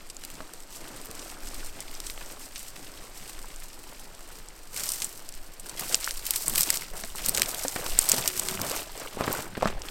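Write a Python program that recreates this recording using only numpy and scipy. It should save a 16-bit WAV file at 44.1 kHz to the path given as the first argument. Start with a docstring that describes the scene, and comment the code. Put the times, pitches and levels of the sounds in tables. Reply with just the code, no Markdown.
"""Hiker coming down a dry slope

Steep hillside of dry grass and dead branches, microphone by a dirt track: the hiker is 18 m off at the start,
2 m at 6.5 s and nearly 8 m at the end. Stalks crackle against the legs (showers of filtered noise grains),
twigs snap (band-passed cracks and splinters), loose soil slides (grains over dull treads), and boots land on
earth and grit (decaying modes and noise). A faint low tone wavers briefly; a breeze hisses and rocks the microphone."""
import sys
import numpy as np
from scipy import signal
from scipy.fft import rfft, irfft, next_fast_len
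from scipy.io import wavfile
from scipy.ndimage import uniform_filter1d

SR = 44100
rng = np.random.default_rng(int(sys.argv[2]) if len(sys.argv) > 2 else 0)


def unload_audio(sound):
    """Save the sound as a 16-bit wav file, at the path given as the first command line argument."""
    columns = np.transpose(np.atleast_2d(sound))
    # keep every value between -1 and 1, then stretch to whole-number steps
    steps = np.round(np.clip(columns, -1, 1) * 32767)
    wavfile.write(sys.argv[1], SR, steps.astype(np.int16))


N = 436590
TIME = np.arange(N) / SR


def from_db(db):
    """Amplitude ratio of a level in dB."""
    return 10 ** (np.asarray(db) / 20)


def rms_one(x):
    """Scale a signal to rms 1."""
    return x / np.sqrt(np.mean(x ** 2) + 1e-20)


def in_time(rows):
    """Each column of a curve at every sample."""
    s, *columns = np.transpose(rows)
    return [np.interp(TIME, s, c) for c in columns]


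def at_hz(points, hz):
    """A spectrum read on a log-frequency axis."""
    freq, db = np.transpose(points)
    return np.interp(np.log(hz + 1e-3), np.log(freq), db)


def butter(x, hz, kind, order=2):
    """Causal Butterworth filter."""
    sos = signal.butter(order, np.clip(hz, 5, .48 * SR), kind, fs=SR, output="sos")
    return signal.sosfilt(sos, x + 1e-18)


def add(out, s, sound):
    """Mix a short sound in at a time."""
    at = int(np.clip(round(s * SR), 0, N - 1))
    out[at:at + len(sound)] += sound[:N - at]


def drift(rate):
    """Slow chance with rms 1, a new value 'rate' times a second."""
    knots = rng.standard_normal(int(TIME[-1] * rate) + 2)
    return rms_one(np.interp(TIME * rate, np.arange(len(knots)), knots))


def uneven(spread_db, per_s):
    """Stalks catch and let go, soil sticks and slips: a chance swing in dB."""
    return spread_db * drift(per_s)


def die_away(power, t60):
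    """Each burst of power falls by 60 dB in t60."""
    keep_per_sample = from_db(-60 / (t60 * SR)) ** 2
    return signal.lfilter([1], [1, -keep_per_sample], power + 1e-18)


def noise(spectrum):
    """Smooth noise of a given colour, falling away beyond its ends; rms 1."""
    size = next_fast_len(N)
    hz = np.arange(size // 2 + 1) * SR / size
    low_end, high_end = spectrum[0][0] / 2, spectrum[-1][0] * 2
    ends = 1 / (1 + (hz / high_end) ** 4) / (1 + (low_end / (hz + 1e-3)) ** 4)
    colour = from_db(at_hz(spectrum, hz)) * ends
    return rms_one(irfft(rfft(rng.standard_normal(size)) * colour, size)[:N])


def grains(spectrum, per_s, spread_db, t60, own_db, count=8, linger=4.6, linger_db=-7.0):
    """Random tiny fractures, each with its own size and colour, dying fast and then lingering; rms 1."""
    chance, size = rng.random(N), np.minimum(rng.exponential(1, N), 3.5)
    at = np.flatnonzero(chance < per_s / SR)
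    edges = np.geomspace(spectrum[0][0], spectrum[-1][0], count + 1)
    white, out = rng.standard_normal((2, N)), 0
    for k, (low, high) in enumerate(zip(edges, edges[1:])):
        # a chance gain in each band gives every grain its own colour
        own = own_db * np.clip(rng.standard_normal(N)[at], -2, 2)
        power = np.zeros(N)
        power[at] = from_db(spread_db * size[at] + own) ** 2
        power = die_away(power, t60) + from_db(linger_db) ** 2 * die_away(power, t60 * linger)
        envelope = rms_one(np.sqrt(power))
        band = butter(white[k % 2] * envelope, [low, high], "band")
        out = out + from_db(at_hz(spectrum, np.sqrt(low * high))) * band
    return rms_one(out)


SETTLE_S, SETTLE_DB = .16, -15   # what was disturbed goes on settling, quietly


def swells(rows, attack_s, release_s, rest_db, settles=True):
    """Each event builds up, holds, stops and may settle, above a resting level; one dB curve per level column."""
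    t, rows = TIME[::40], np.array(rows)
    start, length = rows[:, :1], rows[:, 1:2]
    rise = np.exp(np.minimum(t - start, 0) / attack_s)
    after = np.maximum(t - start - length, 0)
    settling = settles * from_db(SETTLE_DB) * np.exp(-after / SETTLE_S)
    fall = np.maximum(np.exp(-after / release_s), settling)
    power = from_db(rows[:, 2:].T) ** 2 @ (rise * fall) ** 2
    return [np.interp(TIME, t, 10 * np.log10(p + from_db(db) ** 2)) for p, db in zip(power, rest_db)]


# gusts meeting the microphone, before the buffet trim: t/s, length/s, level/dB
GUSTS = [(1.45, 0.27, -33), (1.85, 0.39, -37), (3.35, 0.29, -38), (5.3, 0.16, -35), (6.06, 0.16, -35),
         (6.5, 0.11, -34.5), (6.86, 0.43, -37), (7.905, .06, -23.5), (9.7, 0.085, -25.5)]
GUST_ATTACK_S, GUST_RELEASE_S, LULL_DB = .03, 0.038, -42
# colour of the pressure swings at the microphone: f/Hz, relative level/dB per Hz
BUFFET = [(10, 3.5), (15, 4), (25, -4.5), (40, -16), (70, -24), (150, -41)]
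# colour of the breeze over the hillside: f/Hz, relative level/dB per Hz
BREEZE = [(40, -8), (90, -2.5), (170, -18), (280, -0.5), (500, -2.5), (1000, -4.5), (2000, -8.5),
          (5000, -9), (10000, -42), (16000, -33)]
BREEZE_DB = -54.5


def wind(buffet_db=-2.5):
    """A far, even hiss and slow pressure swings on the microphone."""
    gust_db, = swells(GUSTS, GUST_ATTACK_S, GUST_RELEASE_S, [LULL_DB], settles=False)
    swing = noise(BUFFET)
    # even out the swings over 0.2 s so that the gusts alone set their level
    swing = swing / np.sqrt(uniform_filter1d(swing ** 2, size=SR // 5) + 1e-6)
    hiss = from_db(BREEZE_DB) * noise(BREEZE)
    return hiss + from_db(gust_db + buffet_db) * swing


# legs sweeping through the brush, before the layer trims:
# t/s, length/s, dry grass level/dB, woody stems level/dB
SWEEPS = [(0.23, 0.19, -47.5, -52), (0.53, .05, -46.5, -60), (0.74, .03, -39, -52.5), (0.85, .2, -44, -50),
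          (1.15, .17, -42.5, -49), (1.45, .23, -40.5, -49), (1.75, 0.29, -44, -46),
          (2.06, 0.038, -36.5, -53.5), (2.17, .16, -42.5, -50.5), (2.42, .04, -39.5, -53),
          (2.56, .12, -40.5, -51), (2.73, .33, -47.5, -54), (3.16, .17, -41.5, -48.5),
          (3.38, .64, -48.5, -56.5), (4.12, .3, -52.5, -58.5), (4.765, .175, -30.5, -44),
          (4.97, 0.067, -33, -56), (5.09, 0.07, -44, -56), (5.65, 0.14, -47, -49), (5.8, 0.17, -33, -37.5),
          (6.04, 0.042, -34, -37), (6.17, 0.11, -38.5, -42.5), (6.28, 0.3, -33, -44), (6.58, .04, -26, -38),
          (6.67, 0.078, -29.5, -35), (6.81, 0.028, -59.5, -40), (6.96, 0.14, -42, -47),
          (7.185, .025, -36, -35.5), (7.25, 0.046, -30, -39.5), (7.36, 0.069, -33, -39.5),
          (7.48, 0.27, -34.5, -44), (7.78, 0.24, -33, -38.5), (7.99, .07, -33, -39.5),
          (8.09, .07, -27.5, -32), (8.19, .12, -32, -39), (8.35, .2, -33, -39.5), (8.64, .16, -33.5, -37.5),
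          (8.87, .26, -46, -44), (8.97, .06, -44, -43), (9.2, 0.065, -39, -41), (9.32, 0.081, -36.5, -39.5),
          (9.65, 0.018, -48.5, -34.5), (9.87, 0.023, -44.5, -48)]
SWEEP_ATTACK_S, SWEEP_RELEASE_S = 0.03, 0.044
STIR_GRASS_DB, STIR_STEMS_DB = -50, -54   # stalks stirring between strides


def rustle():
    """Level of the grass and of the stems, in dB, as the legs pass."""
    return swells(SWEEPS, SWEEP_ATTACK_S, SWEEP_RELEASE_S, [STIR_GRASS_DB, STIR_STEMS_DB])


# colour of dry grass: f/Hz, relative level/dB per Hz
GRASS = [(1000, -7), (2000, -12), (3300, -5), (5000, 0), (8000, 4), (12000, 0), (16000, -7)]
# colour of woody stems: f/Hz, relative level/dB per Hz
STEMS = [(600, -18), (1200, -11), (2000, -3), (3000, 0), (4500, -1.5), (8000, -7)]
# hiker to microphone, for the brush here and the soil below: t/s, distance/m
DISTANCE = [(0, 18.2), (4, 11.5), (6.5, 1.95), (8.5, 3.6), (9.9, 7.7)]


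def brush(crackle_db=-1.0, swish_db=-4.0, stems_db=-1.0, dull_db_per_m=0.52, push_db=-2.0,
          blend_db_per_m=0.1939):
    """Harder pushing breaks more stalks; countless blades merge into a swish. Distance blurs and dulls the grass."""
    grass_db, stem_db = rustle() + uneven(spread_db=1.0, per_s=44)
    metres, = in_time(DISTANCE)
    farther = metres - 14   # beyond the distance at which crackle and swish are untilted
    push = np.clip((grass_db + 56.0) / 20, 0, 1)
    per_s = 260 * from_db(2.6 * push)
    crackle = grains(GRASS, per_s, spread_db=5.0, t60=0.0066, own_db=1.0, linger=10.5, linger_db=-11.0)
    crackle = from_db(crackle_db + push_db * push) * crackle
    swish = from_db(swish_db) * noise(GRASS)
    blend_db = blend_db_per_m * farther
    grass = from_db(grass_db) * (crackle * from_db(-blend_db) + swish * from_db(blend_db))
    stems = grains(STEMS, 420, spread_db=3.5, t60=0.0084, own_db=4.5, count=7)
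    stems = from_db(stem_db + stems_db) * stems
    # the grass loses its top with distance
    low = butter(grass, 12600, "low", order=1)
    treble = (grass - low) * from_db(-3.0 - dull_db_per_m * farther)
    return low + treble + stems


# a foot takes the weight and the slope gives way, before the layer trims:
# t/s, length/s, sliding soil level/dB, tread level/dB
SLIDES = [(0.24, 0.06, -47.5, -53), (0.38, 0.024, -45.5, -51), (0.53, 0.034, -49, -61),
          (0.81, 0.19, -42, -51.5), (1.11, 0.25, -42.5, -52), (1.42, 0.21, -43, -53),
          (1.76, 0.024, -42, -49), (1.9, 0.54, -47, -58.5), (2.79, 0.039, -45, -47.5),
          (2.92, 0.092, -44, -55), (3.1, 0.41, -50, -54), (3.72, 0.59, -52, -63.5),
          (4.77, 0.051, -43.5, -47.5), (5.02, 0.034, -48.5, -53.5), (5.13, 0.044, -49, -51.5),
          (5.68, 0.13, -45, -54), (5.82, 0.12, -37.5, -45.5), (6.07, 0.039, -46.5, -52),
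          (6.26, 0.11, -44.5, -55.5), (6.48, 0.061, -36.5, -39.5), (6.59, 0.21, -39.5, -47),
          (6.94, 0.09, -43.5, -50), (7.18, 0.054, -42.5, -47.5), (7.285, 0.069, -39.5, -38.5),
          (7.37, .11, -36, -41.5), (7.53, 0.12, -38.5, -53), (7.77, 0.08, -34.5, -46),
          (7.95, 0.17, -37, -46.5), (8.13, .06, -32, -33.5), (8.23, 0.066, -36.5, -59),
          (8.4, 0.2, -39, -42), (8.63, 0.044, -31, -35.5), (8.71, 0.046, -30, -52),
          (8.97, 0.084, -37, -55.5), (9.21, 0.036, -30, -33), (9.28, 0.028, -27, -39),
          (9.37, 0.037, -34, -43.5), (9.48, .05, -44, -41), (9.635, 0.043, -33, -34),
          (9.75, 0.19, -40, -62)]
SLIDE_ATTACK_S, SLIDE_RELEASE_S = 0.038, 0.065
TRICKLE_SOIL_DB, TRICKLE_TREAD_DB = -51.5, -55.5   # loose soil still trickling between steps
# colour of clods and pebbles: f/Hz, relative level/dB per Hz
SOIL = [(170, -19), (260, -8.5), (350, 2), (500, 1), (650, 2), (900, -1), (1250, -1.5), (2000, -6.5),
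        (4000, -12)]
# colour of sliding soil heard from far up the slope: f/Hz, relative level/dB per Hz
WASH = [(180, -23), (260, 7), (330, 2.5), (450, -5), (620, -3.5), (900, -7), (1300, -6.5), (2200, -13),
        (4000, -20)]
# colour of the dull push of a tread: f/Hz, relative level/dB per Hz
TREAD = [(45, -25), (80, 8.5), (130, -6.5), (210, 4), (400, -19)]


def ground(soil_db=-5.0, tread_db=-6.5, blur_m=24.8):
    """Clods and pebbles tumble from the boots, over the dull push of each tread; far off they blur into a wash."""
    rest_db = [TRICKLE_SOIL_DB, TRICKLE_TREAD_DB]
    levels = swells(SLIDES, SLIDE_ATTACK_S, SLIDE_RELEASE_S, rest_db)
    slide_db, weight_db = levels + uneven(spread_db=1.0, per_s=34)
    metres, = in_time(DISTANCE)
    blur = np.clip(metres / blur_m, 0, 1) ** 2
    clods = grains(SOIL, 450, spread_db=2.5, t60=0.011, own_db=6.5, count=11, linger_db=-10.5)
    soil = np.sqrt(1 - blur) * clods + np.sqrt(blur) * noise(WASH)
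    tread = grains(TREAD, 200, spread_db=-0.2, t60=0.042, own_db=4.0, count=4, linger_db=-23.0)
    return from_db(slide_db + soil_db) * soil + from_db(weight_db + tread_db) * tread


def small_twigs(count=80, above_db=9.5, spread_db=1.5, follows=.3, centre_hz=7800, spread_octaves=0.26,
                width=1.0, t60=0.008):
    """Lesser twigs give way at random, more often and louder where the rustle is strong: rows as in TWIGS."""
    grass_db, _ = rustle()
    due = np.cumsum(from_db(follows * grass_db))
    shares = (np.arange(count) + rng.random(count)) / count
    at = np.searchsorted(due / due[-1], shares)
    chance = np.clip(rng.standard_normal((count, 2)), -2, 2)
    rows = []
    for i, (size, pitch) in zip(at, chance):
        db = grass_db[i] + above_db + spread_db * size
        hz = centre_hz * 2 ** (spread_octaves * min(pitch, 1))
        rows.append((i / SR, db, hz, width, t60))
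    return rows


# the loudest twigs and branches breaking (width is held to 0.4-3.2 octaves, t60 to at least 2 ms):
# t/s, level/dB, centre f/Hz, width/octaves, t60/s
TWIGS = [(0.1, -25, 6170, 1.1, .036), (0.1672, -25.5, 6640, 0.34, .004), (0.2373, -27, 5600, 3, 0.0027),
         (0.2497, -23.5, 8400, 2, 0.0035), (0.3019, -30, 6660, 2, .004), (0.536, -28, 8000, 1.2, 0.009),
         (1.057, -28.5, 10100, 0.65, 0.011), (1.1125, -27, 7000, 2.1, 0.013),
         (1.193, -27.5, 5900, 0.92, 0.042), (1.8044, -22, 7700, .7, .024), (1.951, -28.5, 5600, .4, 0.0088),
         (2.002, -21.5, 6300, 4.5, 0.015), (2.069, -24, 5540, 1, 0.014), (2.099, -23, 4640, 1.3, 0.012),
         (1.63, -35, 1300, 0.83, .015), (2.177, -30.5, 1790, 4.2, 0.013), (2.212, -32, 1490, 2.6, 0.015),
         (2.559, -24.5, 4550, 1.9, 0.087), (2.764, -31, 2980, 2.2, 0.0068), (3.391, -36.5, 2200, 2.5, .013),
         (3.442, -38, 860, 0.85, 0.024), (3.561, -29.5, 7260, 0.7, 0.0036), (4.486, -30.5, 6950, .8, .011),
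         (4.763, -21, 5600, 2.8, 0.024), (4.8903, -13.5, 7860, 0.76, 0.019), (4.919, -14, 7900, 1.2, 0.021),
         (5.02, -15, 6000, 2.1, 0.047), (5.045, -13.5, 8260, 0.32, 0.0089), (5.2899, -24, 7060, 1, 0.014),
         (5.324, -31, 7000, 0.9, .004), (5.3398, -31.5, 6900, 1, 0.011), (5.5973, -26.5, 8700, .4, 0.046),
         (5.6949, -22.5, 5640, 1.7, .02), (5.795, -17.5, 7200, 2.9, 0.026),
         (5.9253, -18.5, 5060, 1.6, 0.045), (5.945, -3, 5230, 0.99, 0.0052),
         (5.9535, -15.5, 9100, 1, 0.0031), (6.0437, -15.5, 5700, 0.5, 0.0094),
         (6.0753, -18, 1530, 0.62, 0.0054), (6.109, -16.5, 5560, 5.4, 0.0031),
         (6.266, -15, 8600, 3.1, .035), (6.3072, -6.5, 9400, 1.26, 0.017), (6.3587, -13, 8900, 1.4, .07),
         (6.481, -7.5, 9400, 0.35, .003), (6.497, -16, 9640, .8, 0.042), (6.5377, -20.5, 8660, 1.6, .008),
         (6.557, -11, 7700, 3.7, 0.023), (6.5807, -7, 8000, 2.8, 0.034), (6.608, -6, 8700, 2.5, 0.013),
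         (6.6175, -13, 9100, 1.04, 0.0063), (6.6318, -8.5, 7200, 1.4, 0.011),
         (6.7032, -5, 6900, 2.1, 0.016), (6.772, -15.5, 6600, 0.72, .008),
         (6.8216, -27.5, 2200, 0.71, 0.0072), (7.037, -23, 3970, 4.5, .004),
         (7.2618, -11, 8800, 1.06, 0.0043), (7.2856, -9.5, 8340, 1.4, 0.016),
         (7.2931, -8, 9200, .6, 0.0066), (7.3476, -12, 6360, 1.1, 0.026),
         (7.3745, -10.5, 7100, 3.5, 0.0073), (7.3803, -14.5, 6460, 2.3, .006),
         (7.3967, -14, 6650, 3.5, 0.0042), (7.419, -5, 6460, 3.1, 0.0073), (7.4315, -18, 3270, 1.1, 0.0042),
         (7.459, -20.5, 5000, 3.5, .03), (7.5457, -18, 7500, 1.3, .004), (7.682, -12.5, 6820, 0.46, 0.0086),
         (7.864, -19, 4900, 3.2, .015), (7.9894, .5, 8100, 0.35, 0.007),
         (8.0896, -11.5, 8170, 0.74, 0.0069), (8.096, -6.5, 8600, .8, 0.0095),
         (8.1171, -1.5, 6950, 0.19, 0.0093), (8.2765, -6.5, 7500, 1.8, 0.036),
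         (8.396, -9.5, 7870, 0.6, 0.0099), (8.4861, -13, 5480, 2.3, .011), (8.574, -25.5, 1900, 1, .011),
         (8.6157, -14.5, 7940, 1.7, 0.018), (8.7156, -17, 5740, 5.1, 0.0037),
         (9.239, -23, 2960, 2.2, 0.046), (9.328, -14, 10300, 1.4, 0.0088), (9.552, -28.5, 2130, 1.2, 0.04),
         (9.8187, -24.5, 5000, .8, 0.0087), (9.886, -24.5, 3240, 0.6, 0.0089)]


def twigs(level_db=0.0, splinter_db=-12.5, splinter_t60=0.015, rise_s=.0001, body_db=-22.5, edge=0.6):
    """A break is a sharp crack in the twig's own band, then fibres splinter."""
    out, t = np.zeros(N), np.arange(SR // 12) / SR
    for s, db, hz, octaves, t60 in TWIGS + small_twigs():
        white, fibres = rng.standard_normal((2, len(t)))
        crack = white * from_db(-60 * t / max(t60, .002)) * (1 - np.exp(-t / rise_s))
        crack[SR // 5000] += edge * np.linalg.norm(crack)   # the instant at which the wood gives way
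        splinters = fibres * np.abs(fibres) ** .5 * from_db(splinter_db - 60 * t / splinter_t60)
        burst = crack + splinters
        half = 2 ** (np.clip(octaves, .4, 3.2) / 2)
        snap = butter(burst, [hz / half, hz * half], "band", order=1)
        snap = butter(snap, hz / 4, "high")
        snap = butter(snap, hz * 2.02, "low", order=4)
        snap = snap + from_db(body_db) * butter(burst, [300, 2500], "band")
        # the level is that of the first 3 ms of energy, packed into 1 ms
        strength = np.sqrt(np.sum(snap[:SR // 330] ** 2) * 1000 / SR)
        add(out, s, from_db(db + level_db) * snap / strength)
    return out


# boots and stones striking the ground:
# t/s, knock peak level/dB, contact hardness f/Hz, grit level/dB against the knock
BOOTS = [(0.405, -22, 1700, -18.5), (1.096, -37, 159, -28), (6.483, -35.5, 395, -21.5),
         (7.039, -25, 2000, -21), (7.151, -26.5, 1980, -27), (7.287, -25, 700, -32), (7.381, -21, 800, -26),
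         (7.398, -25, 1500, -23), (7.65, -17.5, 700, -9), (7.761, -17, 1780, -7.5),
         (7.863, -20.5, 1490, -18.5), (8.136, -20, 700, -11), (8.615, -27, 500, -26),
         (9.171, -23, 393, -25), (9.2087, -10, 750, -16.5), (9.2784, -10.5, 1020, -15),
         (9.391, -19, 1080, -12), (9.57, -25, 494, -8.5), (9.577, -18.5, 450, -21),
         (9.6232, -15, 1600, -11.5), (9.629, -9.5, 1010, -24), (9.657, -5.5, 1500, -33),
         (9.673, -23, 1400, -2)]
# modes of packed earth under a boot: f/Hz, level/dB, t60/s before the ring factor
EARTH = [(131, -18, 0.025), (262, -7.5, 0.077), (577, -1, 0.042), (750, 13, 0.004), (1254, 21, 0.0027),
         (1750, 8, 0.0057)]


def boots(level_db=0.0, grit_t60=0.041, ring=1.6, settle=0.75):
    """The sole knocks on packed earth, which dies at once, and crushes grit; a soft contact is duller."""
    out, t = np.zeros(N), np.arange(SR // 8) / SR
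    hz, mode_db, t60 = np.transpose(EARTH)[:, :, None]
    for s, db, hard_hz, grit_db in BOOTS:
        detune, strength = rng.standard_normal((2, len(EARTH), 1))
        gains = from_db(mode_db + 2 * strength - 60 * t / (ring * t60))
        knock = np.sum(gains * np.sin(2 * np.pi * hz * np.exp(0.082 * detune) * t), axis=0)
        # the sole settles in a few quick slips
        slip_now = rng.random(len(t)) < 900 / SR
        slips = settle * rng.standard_normal(len(t)) * slip_now * from_db(-60 * t / 0.026)
        knock = knock + signal.fftconvolve(knock, slips)[:len(t)]
        knock = butter(knock, hard_hz, "low")
        knock = knock / np.abs(knock).max()
        grit = rms_one(butter(rng.standard_normal(len(t)) ** 3, [400, 2400], "band", order=1))
        grit = grit * from_db(grit_db - 60 * t / grit_t60)
        add(out, s, from_db(db + level_db) * (knock + grit))
    return out


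# a faint, low tone during the slide: t/s, f/Hz, rms level/dB
TONE = [(8.26, 354, -61), (8.30, 354, -55), (8.36, 369, -45.5), (8.40, 356, -61), (8.45, 363, -51),
        (8.52, 372, -42.5), (8.56, 393, -44.5), (8.59, 373, -63)]


def tone(waver=0.0183):
    """A nearly pure tone: one sine that wavers in pitch."""
    hz, db = in_time(TONE)
    phase = 2 * np.pi * np.cumsum(hz * (1 + waver * drift(65))) / SR
    sounding = (TIME > TONE[0][0]) & (TIME < TONE[-1][0])
    return np.sqrt(2) * np.sin(phase) * from_db(db) * sounding


def scene():
    """The hiker on the slope, and the breeze."""
    return (wind() + brush() + ground() + twigs() + boots() + tone())[None]


# colour of the microphone behind its grille: f/Hz, width/Hz, level/dB
GRILLE = [(3520, 1100, -2.5), (4460, 7200, -2.5), (6600, 1600, -4), (8140, 430, 2), (10610, 2900, -8.5),
          (11700, 12000, -0.5), (15400, 1900, -8)]
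CUTOFF_HZ = 15900


def record(dry):
    """The grille colours the treble, the loudest peaks clip just below full scale, the top is cut."""
    for hz, width_hz, db in GRILLE:
        b, a = signal.iirpeak(hz, hz / width_hz, fs=SR)
        dry = dry + (from_db(db) - 1) * signal.lfilter(b, a, dry)
    clipped = np.clip(dry, -.93, .93)
    top_cut = signal.ellip(10, .2, 70, CUTOFF_HZ, fs=SR, output="sos")
    return signal.sosfilt(top_cut, clipped)


dry = scene()
out = record(dry)
unload_audio(out)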